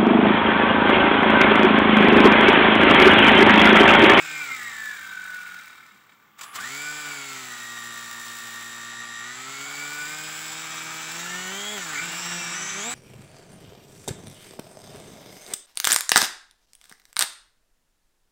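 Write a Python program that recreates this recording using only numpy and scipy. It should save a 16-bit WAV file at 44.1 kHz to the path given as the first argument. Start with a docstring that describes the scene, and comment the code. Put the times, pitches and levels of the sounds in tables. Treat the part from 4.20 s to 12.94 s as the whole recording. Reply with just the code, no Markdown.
"""Toy quadcopter on a tiled floor

A small hard room, one mono microphone close to a drone that runs its geared motors unevenly.
One rotor winds down, the drive knocks, a second idles and revs, a quiet third joins, and the first
restarts as the drone tips up. Blades hum, gear teeth whine and rasp in the plastic shell under a thin
treble fizz, and the room answers briefly behind them."""
import sys
import numpy as np
from scipy import signal
from scipy.fft import rfft, irfft, next_fast_len
from scipy.io import wavfile
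from scipy.ndimage import uniform_filter1d, map_coordinates

SR = 44100
rng = np.random.default_rng(int(sys.argv[2]) if len(sys.argv) > 2 else 0)


def file_out(sig):
    """Save sig as 16-bit WAV at sys.argv[1]."""
    # one column per channel
    cols = np.atleast_2d(sig).T
    # limit, then scale
    lim = np.clip(cols, -1, 1)
    pcm = np.round(lim * 32767).astype(np.int16)
    wavfile.write(sys.argv[1], SR, pcm)


N = 385434

# Spectra of the gears' dull wash, the teeth's rasp and the treble fizz: (frequency [Hz], level [dB])
WASH_SPECTRUM = [(50, -21), (130, -5), (300, -6), (550, -10), (800, 4), (1050, 4.5), (1300, 7.5),
                 (2300, 2.5), (3500, 0.5), (6000, -72)]
RASP_SPECTRUM = [(60, -55), (900, -28), (2000, 4), (2900, 2), (3700, 7), (4150, 1.5), (4900, 4),
                 (5800, -1.5), (6700, 3.5), (7250, 11.5), (7900, 10.5), (8400, -17.5), (9300, -19),
                 (12000, -18)]
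FIZZ_SPECTRUM = [(50, -44), (300, -0.5), (4000, 10), (8500, 9), (11000, -2), (13000, 3.5), (14500, 6),
                 (15700, 12.5)]
# Buzz of a powered but stalled motor: (time [s], level [dB])
STALL_BUZZ = [(2, -73), (2.17, -62), (2.21, -45.5), (2.33, -47), (2.39, -35.5), (2.44, -100)]

KNEE_TURNS_PER_S, KNEE_POWER = 58.63, 5.4  # below this speed a gear train falls quiet, this steeply
FULL_PULL = 175  # acceleration [turns/s^2] that presses the teeth of a slow rotor hard together
BACKLASH_TURNS = .0008  # how far a gear runs ahead and behind
TIP_S, TIP_TIME_S, SQUEAL_S = 7.6, .12, 7.96  # the drone tips up, how gradually; a gear starts to squeal


def rotor(steps, tones, arm, mesh, overtones, *, flutter_db, whine_db, overtone_db, load_db, hum_db,
          hum_tilt_db, teeth_db, grind_db, push=1.72, start_speed=0, strain_db=0, tipped_db=0,
          squeal_db=0, grip=1):
    """A two-blade propeller on a 32-tooth gear, driven by a motor that turns four times as fast."""
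    # Partials of the propeller: (multiple of the turn rate, level [dB])
    blade_partials = [(2, -2.5), (3, -23), (4, -5), (5, -26), (6, -10.5), (7, -24.5), (8, -17.5),
                      (10, -21.5)]
    t = np.arange(N) / SR
    speed = spin(steps, start_speed)
    effort = 1 - 1 / (1 + (np.abs(speed) / KNEE_TURNS_PER_S) ** KNEE_POWER)
    pull = uniform_filter1d(np.maximum(np.gradient(speed) * SR, 0), size=900) / FULL_PULL
    load = np.tanh((1 - effort) * pull)  # speeding up loads the teeth
    turn = np.cumsum(speed) / SR
    backlash = BACKLASH_TURNS * (wobble(45) + .5 * wobble(300))
    gear_turn = turn + backlash
    tipped = .5 + .5 * np.tanh((t - TIP_S) / TIP_TIME_S)
    squealing = uniform_filter1d(1.0 * (t > SQUEAL_S), size=2000)

    blades = per_turn(turn, [(k, db + hum_tilt_db * np.log2(k / 2)) for k, db in blade_partials])
    waver_db = (1.3 + 2 * tipped) * wobble(22)  # deeper once the drone rocks on its feet
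    hum = amp(hum_db + waver_db) * (np.abs(speed) / 60) ** push * blades  # faster blades push harder

    gear = amp(load_db * load + tipped_db * tipped) * per_turn(gear_turn, mesh)
    gear += amp(overtone_db + squeal_db * squealing) * per_turn(gear_turn, overtones)
    whine = shaped(grip * effort * amp(whine_db + flutter_db * wobble(40)) * gear, arm)

    grind = effort * amp(grind_db + 6.9 * load)
    shake_db = strain_db * np.tanh(pull) + flutter_db * wobble(25)  # revving shakes the shell harder
    shake = grip * grind * amp(shake_db) * per_turn(gear_turn, tones)
    contact = grind * amp(teeth_db)
    ridges = contact * teeth(turn + .3 * backlash)
    stroke = np.cos(4 * np.pi * turn) + np.cos(2 * np.pi * turn)  # two blades, and their imbalance
    return np.array([hum, whine, shake, ridges, contact * stroke, grind ** 2])


def rotor_runs():
    """Four runs of three rotors: one winds down and later restarts, one idles and revs, one joins."""
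    # Throttle steps: (time [s], target speed [turns/s], lag [s])
    first_steps = [(0, 74.5, .16), (.19, 49.5, .275), (.71, 47.6, .085), (1.03, 44.9, .15), (1.36, 0, 1.4)]
    main_steps = [(2.325, 75.4, .085), (2.803, 28.1, 1.652), (3.21, 58.47, .128), (4, 58.16, .144),
                  (4.44, 58.7, .173), (5.03, 64, .09), (5.15, 76.97, .418), (5.846, 78.6, .116),
                  (6.295, 80, .046), (6.887, 101.6, .422), (7.288, 113.2, .25), (7.545, 60, .17),
                  (7.79, 90, .19), (8.09, 87.8, .025), (8.2, 86.6, .07), (8.337, 93.7, .01),
                  (8.4, 96, .045), (8.555, 112, .12), (8.63, 128, .05)]
    restart_steps = [(7.615, 98, .125), (7.795, 88, .033), (8.1, 80.4, .13), (8.33, 80, .04)]
    quiet_steps = [(5.331, 65.7, 0.517), (6.958, 68.9, 0.1), (7.75, 60, 0.1)]
    # Tones with which the motors shake the shell: (multiple of the turn rate, level [dB])
    first_tones = [(20, 10.5), (24, -20), (28, 2), (36, 9), (44, 3)]
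    main_tones = [(16, -5), (20, 4), (21, -9), (24, -.5), (28, -3), (29, -7), (36, -7), (37, -10), (39, -9),
                  (40, -13), (44, -6)]
    restart_tones = [(20, 2), (24, -12), (28, 6), (32, 8)]
    # Arm resonances that give off the whine, first run and later runs: (frequency [Hz], gain [dB])
    first_arm = [(1000, -12), (1330, -22), (1470, 6.5), (1535, 1.5), (1600, -8.5), (1750, 5), (1830, -11),
                 (1890, -1.5), (2020, -12), (2110, 2), (2230, -16), (2370, 0.5), (2440, -12.5), (2780, -14),
                 (3050, -7), (3280, -1), (3850, 0), (4150, -15), (5200, -6)]
    arm = [(1000, -12), (1300, -10), (1500, 4), (1620, -5), (1790, 1), (1875, 2), (1950, -5), (2020, -6),
           (2110, -11), (2200, -3), (2330, -2), (2510, -12), (2780, -9), (3050, -5), (3350, 0.5), (3760, 1),
           (4150, -9), (4600, -4), (5100, -8), (5600, -2), (6150, 0), (6650, -3), (7300, 4), (7900, 2),
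           (8400, -20)]
    # Gear tones and overtones, first run and later runs: (multiple of the turn rate, level [dB])
    first_mesh = [(28, -12), (31, -6), (32, 0), (33, -8), (36, -14)]
    first_overtones = [(60, -8), (64, -2), (65, 0), (66, -6), (68, -2), (69, -7)]
    mesh = [(29, -12), (31, -3), (32, 0), (33, -11), (36, -11)]
    overtones = [(56, -11), (58, -13), (60, -8), (61, -10), (62, -12), (63, -12), (64, 0), (65, -14),
                 (66, -15), (68, -7), (88, -8), (92, -6), (98, -4), (100, -3), (104, -3)]
    first = rotor(first_steps, first_tones, first_arm, first_mesh, first_overtones,
                  flutter_db=.7, whine_db=-28, overtone_db=-20, load_db=0, hum_db=-59, hum_tilt_db=0,
                  teeth_db=-7, grind_db=0, push=3.1, start_speed=80)
    main = rotor(main_steps, main_tones, arm, mesh, overtones,  # tipping up eases this gear
                 flutter_db=1.3, whine_db=-35.5, overtone_db=-12, load_db=11, hum_db=-54.5,
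                 hum_tilt_db=1.37, teeth_db=-7.5, grind_db=1.5, tipped_db=-6.5, squeal_db=9.5)
    restart = rotor(restart_steps, restart_tones, arm, mesh, overtones,
                    flutter_db=2, whine_db=-37, overtone_db=-12, load_db=1, hum_db=-55.5,
                    hum_tilt_db=-1.5, teeth_db=-13.5, grind_db=1.5, strain_db=8.5, grip=slipping_grip())
    quiet = rotor(quiet_steps, main_tones, arm, mesh, overtones,
                  flutter_db=5, whine_db=-51.5, overtone_db=5, load_db=9, hum_db=-63,
                  hum_tilt_db=2.5, teeth_db=-9, grind_db=-4)
    return first + main + restart + quiet


def spin(steps, speed):
    """Turns per second: the rotor's inertia makes it lag behind each throttle step."""
    out = np.full(N, float(speed))
    starts = [max(0, round(s * SR)) for s, _, _ in steps]
    for start, end, (_, target, lag_s) in zip(starts, starts[1:] + [N], steps):
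        out[start:end] = target + (speed - target) * np.exp(-np.arange(end - start) / SR / lag_s)
        speed = out[end - 1]
    return out


def teeth(turn):
    """Uneven teeth scratch alike on each turn; every fourth partial is the motor's and stands out."""
    multiple = np.arange(11, 150)
    db = 3.5 * (multiple % 4 == 0) + 1.5 * rng.standard_normal(len(multiple))
    return unit(per_turn(turn, np.column_stack([multiple, db])))


def slipping_grip(slip_db=-15, half_catch_s=.0045):
    """Grip of a gear that is jerked into motion: its teeth slip, and bite only in brief catches."""
    # Catches of the teeth: (time [s], level [dB])
    catches = [(7.679, 2), (7.698, -1), (7.735, 1), (7.757, 2), (7.779, 3), (7.795, 1.5), (7.816, 0),
               (7.833, 1.5), (7.857, 3)]
    t = np.arange(N) / SR
    slipping = uniform_filter1d(1.0 * ((t > catches[0][0]) & (t < catches[-1][0])), size=400)
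    bites = sum(amp(db) * np.exp(-((t - s) / half_catch_s) ** 2) for s, db in catches)
    return amp(slip_db * slipping) + bites


def drives():
    """Blade hum and machinery noise: teeth and blade strokes shake the shell, louder with effort."""
    # Colour of the blade hum at the microphone: (frequency [Hz], gain [dB])
    hum_response = [(45, -22), (90, -5.5), (120, -4), (148, -2.5), (162, -0.5), (178, 5.5), (200, 3),
                    (235, 1.5), (290, 1.5), (345, -1), (400, 6), (440, 2.5), (500, -2.5), (620, 5.5),
                    (800, 11.5)]
    hum, whine, shake, ridges, stroke, power = rotor_runs()
    grind = np.sqrt(power) + 1e-4
    ridges, stroke = 1.1 * ridges / grind, stroke / grind
    machinery = (whine + gear_wash(grind, ridges, stroke) + shell_rattle(shake, grind, ridges, stroke)
                 + tooth_rasp(grind, ridges, stroke) + treble_fizz(grind, stroke))
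    return shaped(hum, hum_response), machinery


def scrape(stroke, depth_db):
    """Scraping noise that swells with each blade stroke and flickers at random."""
    return unit(amp(depth_db * stroke + 1.8 * wobble(90)) * rng.standard_normal(N))


def gear_wash(grind, ridges, stroke):
    """Midrange noise of the running gears, also stirred up by a stalled motor."""
    level = amp(-40.5) * grind + amp(-1.5) * envelope(STALL_BUZZ)
    return level * coloured(.5 * ridges + scrape(stroke, depth_db=-1), WASH_SPECTRUM)


def shell_rattle(shake, grind, ridges, stroke, bypass_db=-22):
    """Motor tones and scraping teeth ring the shell; a little of the tones bypasses it."""
    scratching = 1.52 * grind * unit(shell(.5 * ridges + scrape(stroke, depth_db=7)))
    return amp(-48.5) * (shell(shake) + amp(bypass_db) * shake + scratching)


def tooth_rasp(grind, ridges, stroke):
    """The teeth ring brightly over their own scraping, pulsing with the blades."""
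    ringing = ridges * amp(5 + 2 * stroke)
    return amp(-39) * grind * coloured(ringing + scrape(stroke, depth_db=5), RASP_SPECTRUM)


def treble_fizz(grind, stroke):
    """Thin, spiky high hiss while the rotors run, swelling and dropping in spells."""
    # Spells of more or less fizz: (middle [s], half length [s], gain [dB])
    spells = [(0.61, 0.62, 0.5), (4.3, 0.33, 4.5), (4.9, 0.42, -10), (5.8, 0.37, 2.5), (8.054, 0.13, 0),
              (8.459, 0.2, -13)]
    t = np.arange(N) / SR
    spikes_db = 4 * np.minimum(rng.exponential(size=N), 6)
    hiss = amp(spikes_db) * scrape(stroke, depth_db=5.5)
    spells_db = sum(db * np.exp(-((t - s) / half_s) ** 2) for s, half_s, db in spells)
    return amp(-41 + spells_db) * grind ** .37 * np.tanh(6 * grind) * coloured(hiss, FIZZ_SPECTRUM)


def shell(x):
    """x rung through the resonances of the plastic shell, alternating in polarity."""
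    # Modes of the shell: (frequency [Hz], width [Hz], gain [dB])
    modes = [(1188, 96, -0.5), (1325, 49, 5.5), (1481.6, 57, 8), (1717, 5.5, 9), (1790, 66, 2),
             (2140, 116, 2.5), (2340, 38, 6.5), (2675, 32, -1.5), (2850, 27, -38), (3190, 35, -8),
             (3785, 51, 0.5)]
    return filtered(x, lambda f: sum(
        (-1) ** k * amp(db) * 1j * f * width / (hz * hz - f * f + 1j * f * width)
        for k, (hz, width, db) in enumerate(modes)))


def knocks(t60_s=.067, body_db=-6.5):
    """Ticks of a slowing rotor and knocks of a catching drive scrape in, ring the shell and crack."""
    # Knocks: (time [s], level [dB], relative crack level [dB], time to rise by 60 dB [s])
    hits = [(1.8935, -42, -22, .004), (1.921, -44, -21, .004), (2.192, -36.5, -9, 0.038),
            (2.2117, -29.5, -6.5, .006), (2.236, -34, -5, .02), (2.361, -27, -6.5, 0.08),
            (2.408, -38, 0, 0.023), (7.58, -23, -16, 0.045)]
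    out, t = np.zeros(N), np.arange(N) / SR
    body = unit(unit(shell(rng.standard_normal(N))) + noise(WASH_SPECTRUM))
    crack = noise(RASP_SPECTRUM) + amp(4) * noise(FIZZ_SPECTRUM)
    for s, level_db, crack_db, rise_s in hits:
        shape_db = -60 * np.maximum((t - s) / t60_s, (s - t) / rise_s)
        out += amp(level_db + shape_db) * (amp(body_db) * body + amp(crack_db) * crack)
    return out


def coasting_chatter(rate_hz=38, depth=.98):
    """The slowing rotor's loose teeth chatter against the shell at a steady rate and fade."""
    # Fade of the chatter: (time [s], level [dB])
    fade = [(0, -40), (.7, -43.5), (1.3, -43.5), (1.6, -48), (1.8, -59), (2.1, -63.5), (2.3, -120)]
    flutter = 1 + depth * np.cos(2 * np.pi * rate_hz * np.arange(N) / SR)
    return envelope(fade) * unit(shell(flutter * rng.standard_normal(N)))


def motor_coils():
    """Fuzzy tones of the powered motors: a buzz while stalled, then a thin high whistle."""
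    # Course of the whistle: (time [s], level [dB])
    whistle_levels = [(2.2, -100), (2.25, -53.5), (3, -55), (5.2, -58), (7.3, -56.5)]
    buzz = envelope(STALL_BUZZ) * noise_band(hz=1170, half_width_hz=60)
    whistle = envelope(whistle_levels) * noise_band(hz=10430, half_width_hz=840)
    return buzz + whistle


def room(x):
    """Hard floor and walls answer after 5 ms; each frequency dies at its own speed."""
    # Reverberation: (frequency [Hz], time to fall by 60 dB [s])
    decay_times = [(150, 0.4), (1500, 0.22), (8000, 0.33)]
    hz, t, spectra = signal.stft(rng.standard_normal(SR // 2), SR, nperseg=256)
    decay = amp(-60 * t / along(decay_times, hz)[:, None])
    _, tail = signal.istft(spectra * decay, SR, nperseg=256)
    return signal.fftconvolve(x, np.pad(tail, (SR // 200, 0)) / np.linalg.norm(tail))[:N]


def room_tone():
    """Faint steady noise behind the drone."""
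    # Background spectrum: (frequency [Hz], level [dB])
    spectrum = [(25, -52), (70, -12), (200, 2.5), (600, -10.5), (1400, 0), (2100, -18), (7500, -19),
                (10000, -33), (15000, -12)]
    return amp(-60.5) * noise(spectrum)


def amp(db):
    """Decibels to gain."""
    return 10 ** (np.asarray(db) / 20)


def unit(x):
    """Scale to rms 1."""
    return x / np.sqrt(np.mean(x ** 2) + 1e-20)


def along(points, hz):
    """Interpolate (frequency [Hz], value) points on a log axis."""
    knots_hz, values = np.transpose(points)
    return np.interp(np.log(hz + 1), np.log(knots_hz + 1), values)


def envelope(points):
    """Gain per sample from (time [s], level [dB]) points."""
    return amp(np.interp(np.arange(N) / SR, *np.transpose(points)))


def wobble(rate, hop=16):
    """A smooth random curve, rate knots a second."""
    at = np.arange(0, N + hop, hop)
    coarse = map_coordinates(rng.standard_normal(int(N * rate / SR) + 4), [at * rate / SR], order=2)
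    return np.interp(np.arange(N), at, coarse)


def per_turn(turn, partials, size=4096):
    """A waveform of the given partials that repeats with each turn of the rotor."""
    multiple, db = np.transpose(partials)
    lines = np.zeros(size // 2 + 1, complex)
    lines[np.round(multiple).astype(int)] = amp(db) * np.exp(2j * np.pi * rng.random(len(db)))
    return np.interp(turn % 1 * size, np.arange(size), irfft(lines) * size / np.sqrt(2))


def filtered(x, response):
    """x through a response given as a function of frequency."""
    size = next_fast_len(N + SR // 2)
    return irfft(rfft(x, size) * response(np.fft.rfftfreq(size, 1 / SR)), size)[:N]


def shaped(x, spectrum):
    """x through a curve of (frequency [Hz], gain [dB]) points."""
    return filtered(x, lambda hz: amp(along(spectrum, hz)))


def coloured(x, spectrum):
    """x shaped by a spectrum, at rms 1."""
    return unit(shaped(x, spectrum))


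def noise(spectrum):
    """Noise with a spectrum, at rms 1."""
    return coloured(rng.standard_normal(N), spectrum)


def noise_band(hz, half_width_hz):
    """Narrow noise around one pitch, at rms 1."""
    return unit(filtered(rng.standard_normal(N), lambda f: 1 / (1 + ((f - hz) / half_width_hz) ** 2)))


def scene():
    """The drone up close, its room and the quiet background, alike in both channels."""
    blades, machinery = drives()
    drone = machinery + motor_coils() + coasting_chatter() + knocks()
    mono = blades + amp(-2) * drone + amp(-10.5) * room(drone) + room_tone()
    return np.array([mono, mono])


def record(dry, top_hz=15750):
    """Nothing is kept above the band limit."""
    return np.array([filtered(x, lambda hz: hz < top_hz) for x in dry])


dry = scene()
out = record(dry)
file_out(out)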